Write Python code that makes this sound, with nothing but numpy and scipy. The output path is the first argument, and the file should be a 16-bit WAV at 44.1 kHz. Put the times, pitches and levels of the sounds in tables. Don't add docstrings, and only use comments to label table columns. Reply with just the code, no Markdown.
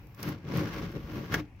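import sys
import numpy as np
from scipy import signal
from scipy.fft import rfft, irfft, next_fast_len
from scipy.io import wavfile
from scipy.ndimage import uniform_filter1d, map_coordinates

SR = 44100
rng = np.random.default_rng(int(sys.argv[2]) if len(sys.argv) > 2 else 0)


def waveform_to_disk(signal):
    frames = np.transpose(np.atleast_2d(signal))
    scaled = np.clip(frames, -1, 1) * 32767
    samples = np.round(scaled).astype(np.int16)
    wavfile.write(sys.argv[1], SR, samples)


N = 70560
T = np.arange(N) / SR


def amp(db):
    return 10 ** (np.asarray(db) / 20)


def unit(x):
    return x / np.sqrt(np.mean(x ** 2) + 1e-20)


def along(points, hz):
    point_hz, value = np.transpose(points)
    return np.interp(np.log(hz + 1), np.log(point_hz + 1), value)


def curves(rows):
    time_s, *columns = np.transpose(rows)
    return [np.interp(T, time_s, column) for column in columns]


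def wobble(per_s):
    return unit(map_coordinates(rng.standard_normal(N // 10), [T * per_s]))


def filtered(x, response):
    size = next_fast_len(N + SR // 2)
    spectrum = rfft(x, size) * response(np.fft.rfftfreq(size, 1 / SR))
    return irfft(spectrum, size)[..., :N]


def resonances(modes, f):
    power = 0
    for centre, width, db in modes:
        mode = amp(db) * f * width / (centre ** 2 - f ** 2 + 1j * f * width)
        power = power + np.abs(mode) ** 2
    return np.sqrt(power)


def stereo(pair, response):
    # frequency_hz, correlation
    likeness = [(100, 0.97), (300, 0.98), (600, 0.85), (1500, 0.28), (5000, 0.083), (13000, 0.091)]

    def mid_side(hz):
        turn = np.arccos(np.clip(along(likeness, hz), -1, 1)) / 2
        return response(hz) * np.array([np.cos(turn), np.sin(turn)])

    mid, side = filtered(pair, mid_side)
    return np.array([mid + side, mid - side]) / np.std(mid)


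def noise(colour):
    return stereo(rng.standard_normal((2, N)), lambda hz: amp(along(colour, hz)))


def slips(per_s, scatter_db):
    size_db = scatter_db * np.clip(rng.standard_normal((2, N)), -2, 2)
    happens = rng.random((2, N)) < per_s / SR
    return happens * np.sign(rng.standard_normal((2, N))) * amp(size_db)


def steadied(x, size):
    power = uniform_filter1d(np.mean(x ** 2, 0), size)
    return x / np.sqrt(np.abs(power) + 1e-9)


def strike(start_s, t60_s, attack_s):
    t = np.maximum(T - start_s, 0)
    return amp(-60 * t / t60_s) * (1 - np.exp(-t / attack_s))


def background():
    # frequency_hz, density_db_per_hz
    air_colour = [(25, -26), (60, -5.5), (110, 8.5), (200, -9), (300, -8.5), (450, -36), (800, -13),
                  (1300, -26.5), (2500, -18), (3600, -38), (5800, -37.5), (9000, -47), (12500, -44),
                  (15500, -45)]
    # time_s, level_db
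    rumble_course = [(0, -51), (.08, -54), (.17, -63), (.3, -60), (.42, -57), (.58, -51), (.85, -46.5),
                     (.93, -50), (1.04, -42.5), (1.14, -50.5), (1.27, -52), (1.37, -43), (1.48, -58),
                     (1.6, -53.5)]
    # frequency_hz, density_db_per_hz
    rumble_colour = [(10, -50), (20, -28), (30, -16), (42, -5), (57, 0), (76, -9), (97, -9), (140, -25),
                     (300, -60), (600, -120)]
    rumble_db, = curves(rumble_course)
    air = amp(-54) * noise(air_colour)
    rumble = amp(rumble_db) * steadied(noise(rumble_colour), size=3000)
    return air + rumble


def walls(x):
    # frequency_hz, t60_s
    tail_decay = [(150, 0.61), (2000, 0.11), (12000, 0.08)]
    hz, t, bins = signal.stft(rng.standard_normal((2, SR // 2)), SR, nperseg=256)
    decay = amp(-60 * t / along(tail_decay, hz)[:, None])
    tail = signal.istft(bins * decay, SR, nperseg=256)[1]
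    return signal.fftconvolve(x, tail / np.linalg.norm(tail[0]), axes=1)[:, :N]


def slide():
    # time_s, level_db
    slide_course = [(0, -72), (.14, -72), (.2, -63), (.24, -55), (.3, -55), (.37, -86), (.5, -87),
                    (.58, -57), (.68, -84), (.78, -63), (.87, -75), (.91, -70), (.96, -78), (1.05, -74),
                    (1.15, -61), (1.3, -69), (1.36, -63), (1.43, -93)]
    # frequency_hz, density_db_per_hz
    hiss_colour = [(2000, -25), (5500, -5), (7500, -20), (9200, -24), (12300, 0), (15500, 0)]
    level_db, = curves(slide_course)
    return amp(level_db) * noise(hiss_colour)


def squeak():
    # time_s, pitch_hz before the waver, level_db
    glide = [(.915, 11400, -85), (.928, 11800, -66), (.965, 13300, -70), (1.0, 13250, -73),
             (1.035, 13100, -70), (1.06, 14200, -70), (1.085, 15500, -77)]
    pitch_hz, level_db = curves(glide)
    waver_hz = 70 * unit(uniform_filter1d(rng.standard_normal(N), size=60))
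    sounding = (T > glide[0][0]) * (T < glide[-1][0])
    phase = 2 * np.pi * np.cumsum(pitch_hz + waver_hz) / SR
    return amp(level_db) * sounding * np.sin(phase)


def flexes():
    # start_s, level_db, pitch_hz, t60_s
    releases = [(.272, -31, 140, .2), (.55, -24, 172, .22), (.57, -33, 304, .2), (.82, -32, 140, .25),
                (.955, -27, 140, .15), (1.388, -23, 304, .135)]
    out = np.zeros(N)
    for start, db, hz, t60 in releases:
        out += amp(db) * strike(start, t60, attack_s=.012) * np.sin(2 * np.pi * hz * (T - start))
    return out


def ticks():
    # start_s, level_db before the overall trim
    snaps = [(0.0695, -53.5), (.1466, -48), (0.202, -45), (0.229, -28.5), (0.289, -37), (0.5396, -48),
             (.5716, -32.5), (.916, -51), (1.5618, -64.5)]
    # frequency_hz, density_db_per_hz
    snap_colour = [(500, -6), (1800, 2), (3500, -3), (5600, 2), (8500, -8), (12500, 1), (15500, 1)]
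    trim_db, t60_s = -3.5, .021
    envelope = sum(amp(db + trim_db) * strike(start, t60_s, attack_s=.0003) for start, db in snaps)
    return noise(snap_colour) * envelope


def knock():
    # start_s, level_db relative to the ring and crack levels
    contacts = [(1.3213, -10), (1.338, -8), (1.3409, -3.5), (1.3416, 3), (1.3453, -7), (1.3481, -8),
                (1.355, -12.5), (1.389, -26.5)]
    # pitch_hz, mean relative level_db, t60_s
    corner_modes = [(583, -7, 0.063), (690, -16.5, 0.15), (1087, -25, 0.19), (1250, -28, .07),
                    (1413, 1, 0.05), (1645, 3.5, 0.041), (1780, 0.5, 0.034), (1940, -4.5, 0.036),
                    (2187, -3, 0.047), (2810, -15, 0.046), (2791, -19, 0.04), (3013, -30, 0.032),
                    (3300, -6, 0.04)]
    # frequency_hz, density_db_per_hz
    crack_colour = [(300, 2), (1500, -1), (3000, -1), (4200, -7.5), (6000, -4.5), (7500, -19.5),
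                    (9000, -24.5), (12000, -10.5), (15000, -12.5)]
    ring_db, crack_db, crack_t60_s = -28, -28, .033
    left_lead_s = .00003
    ear_time = T + left_lead_s * np.array([[.5], [-.5]])
    out = np.zeros((2, N))
    for start, db in contacts:
        ring = np.zeros((2, N))
        for hz, mode_db, t60 in corner_modes:
            gain = amp(mode_db + rng.normal(0, 1.8))
            ear_phase = rng.normal(0, .82, (2, 1))
            phase = 2 * np.pi * (hz * ear_time + rng.random()) + ear_phase
            ring += gain * strike(start, t60, attack_s=.00054) * np.sin(phase)
        crack = strike(start, crack_t60_s, attack_s=.00033) * noise(crack_colour)
        out += amp(db) * (amp(ring_db) * ring + amp(crack_db) * crack)
    return out


def rubbing():
    # time_s, drum_level_db and rasp_level_db before the trims of the layers
    strokes = [(0, -59.5, -65), (.07, -54, -73), (.16, -60.5, -67.5), (.195, -43, -52), (.22, -44.5, -53),
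               (.28, -31, -43.5), (.335, -38.5, -51), (.375, -45.5, -61.5), (.425, -52, -67),
               (.46, -38, -55), (.51, -36, -47.5), (.58, -26.5, -40.5), (.65, -31.5, -46),
               (.73, -43, -46.5), (.765, -36.5, -44.5), (.8, -37.5, -48), (.85, -35.5, -48.5),
               (.93, -44, -56.5), (.965, -34.5, -51), (1.01, -45, -59), (1.075, -44, -54.5),
               (1.17, -34.5, -48.5), (1.22, -37, -50.5), (1.29, -44, -53.5), (1.33, -31, -41.5),
               (1.37, -33.5, -46), (1.398, -35, -45), (1.425, -45, -60.5), (1.47, -54.5, -70),
               (1.55, -62.5, -93), (1.6, -61, -58)]
    # pitch_hz, width_hz, peak_db before the treble roll-off
    shell_modes = [(97, 16, -4), (116, 14, -5), (140, 13, 0), (173, 13, -1), (207, 22, -7), (236, 20, -10),
                   (281, 14, -12), (305, 14, -4), (342, 30, -10), (410, 24, -14), (465, 26, -12.5),
                   (558, 15, -11)]
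    # pitch_hz, width_hz, peak_db before the treble roll-off
    rib_modes = [(715, 30, -4), (980, 30, -2), (1081, 22, 0), (1140, 26, 0), (1415, 40, -3), (1622, 45, -3),
                 (2110, 60, -6)]
    # frequency_hz, density_db_per_hz before the low cut
    rasp_colour = [(300, -11), (520, -8), (750, -4), (1100, -1), (1500, -3), (1900, -4), (2900, -7),
                   (3900, -12.5), (5700, -13.5), (7300, -27), (9000, -37), (11000, -30), (12500, -25),
                   (15500, -25)]
    # frequency_hz, density_db_per_hz
    grit_colour = [(3000, -25), (5500, -10), (8500, -15), (12500, 0), (15500, 0)]
    drum_trim_db, rasp_trim_db, ribs_trim_db, grit_trim_db = -.5, -1.14, -4, -14.5
    low_cut_hz = 400
    grit_growth = 1.8
    drum_db, rasp_db = curves(strokes)

    def shell(f):
        return resonances(shell_modes, f) / (1 + (f / 900) ** 4)

    def surface(f):
        return amp(along(rasp_colour, f)) * f ** 2 / (f ** 2 + low_cut_hz ** 2)

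    def ribbing(f):
        return resonances(rib_modes, f) / (1 + (f / 3500) ** 4)

    def fine_slips():
        return grip * slips(per_s=2400, scatter_db=2)

    drum = steadied(stereo(slips(per_s=1000, scatter_db=3.5), shell), size=800)
    grip = amp(1.5 * wobble(per_s=120))
    rasp = stereo(fine_slips(), surface)
    ribs = stereo(fine_slips(), ribbing)
    grit = stereo(grip * slips(per_s=2500, scatter_db=7), lambda f: amp(along(grit_colour, f)))
    grit_db = rasp_db.max() + grit_growth * (rasp_db - rasp_db.max())

    out = amp(drum_db + drum_trim_db) * drum
    out += amp(rasp_db) * (amp(rasp_trim_db) * rasp + amp(ribs_trim_db) * ribs)
    out += amp(grit_db + grit_trim_db) * grit
    return out


def scene():
    # frequency_hz, left_over_right_db
    balance = [(60, 1.5), (250, 2.2), (600, 1.2), (1400, 1.6), (2400, 3.2), (4500, -2.6), (14000, -3.5)]
    hits = knock() + ticks()
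    echo = amp(-17) * walls(hits)
    mix = background() + echo + slide() + squeak() + flexes() + hits + rubbing()
    return filtered(mix, lambda hz: amp(along(balance, hz) * np.array([[.5], [-.5]])))


def record(dry):
    ceiling, top_hz = .2, 15780
    rounded = dry / (1 + (dry / ceiling) ** 4) ** (1 / 4)
    return filtered(rounded, lambda hz: hz < top_hz)


dry = scene()
out = record(dry)
waveform_to_disk(out)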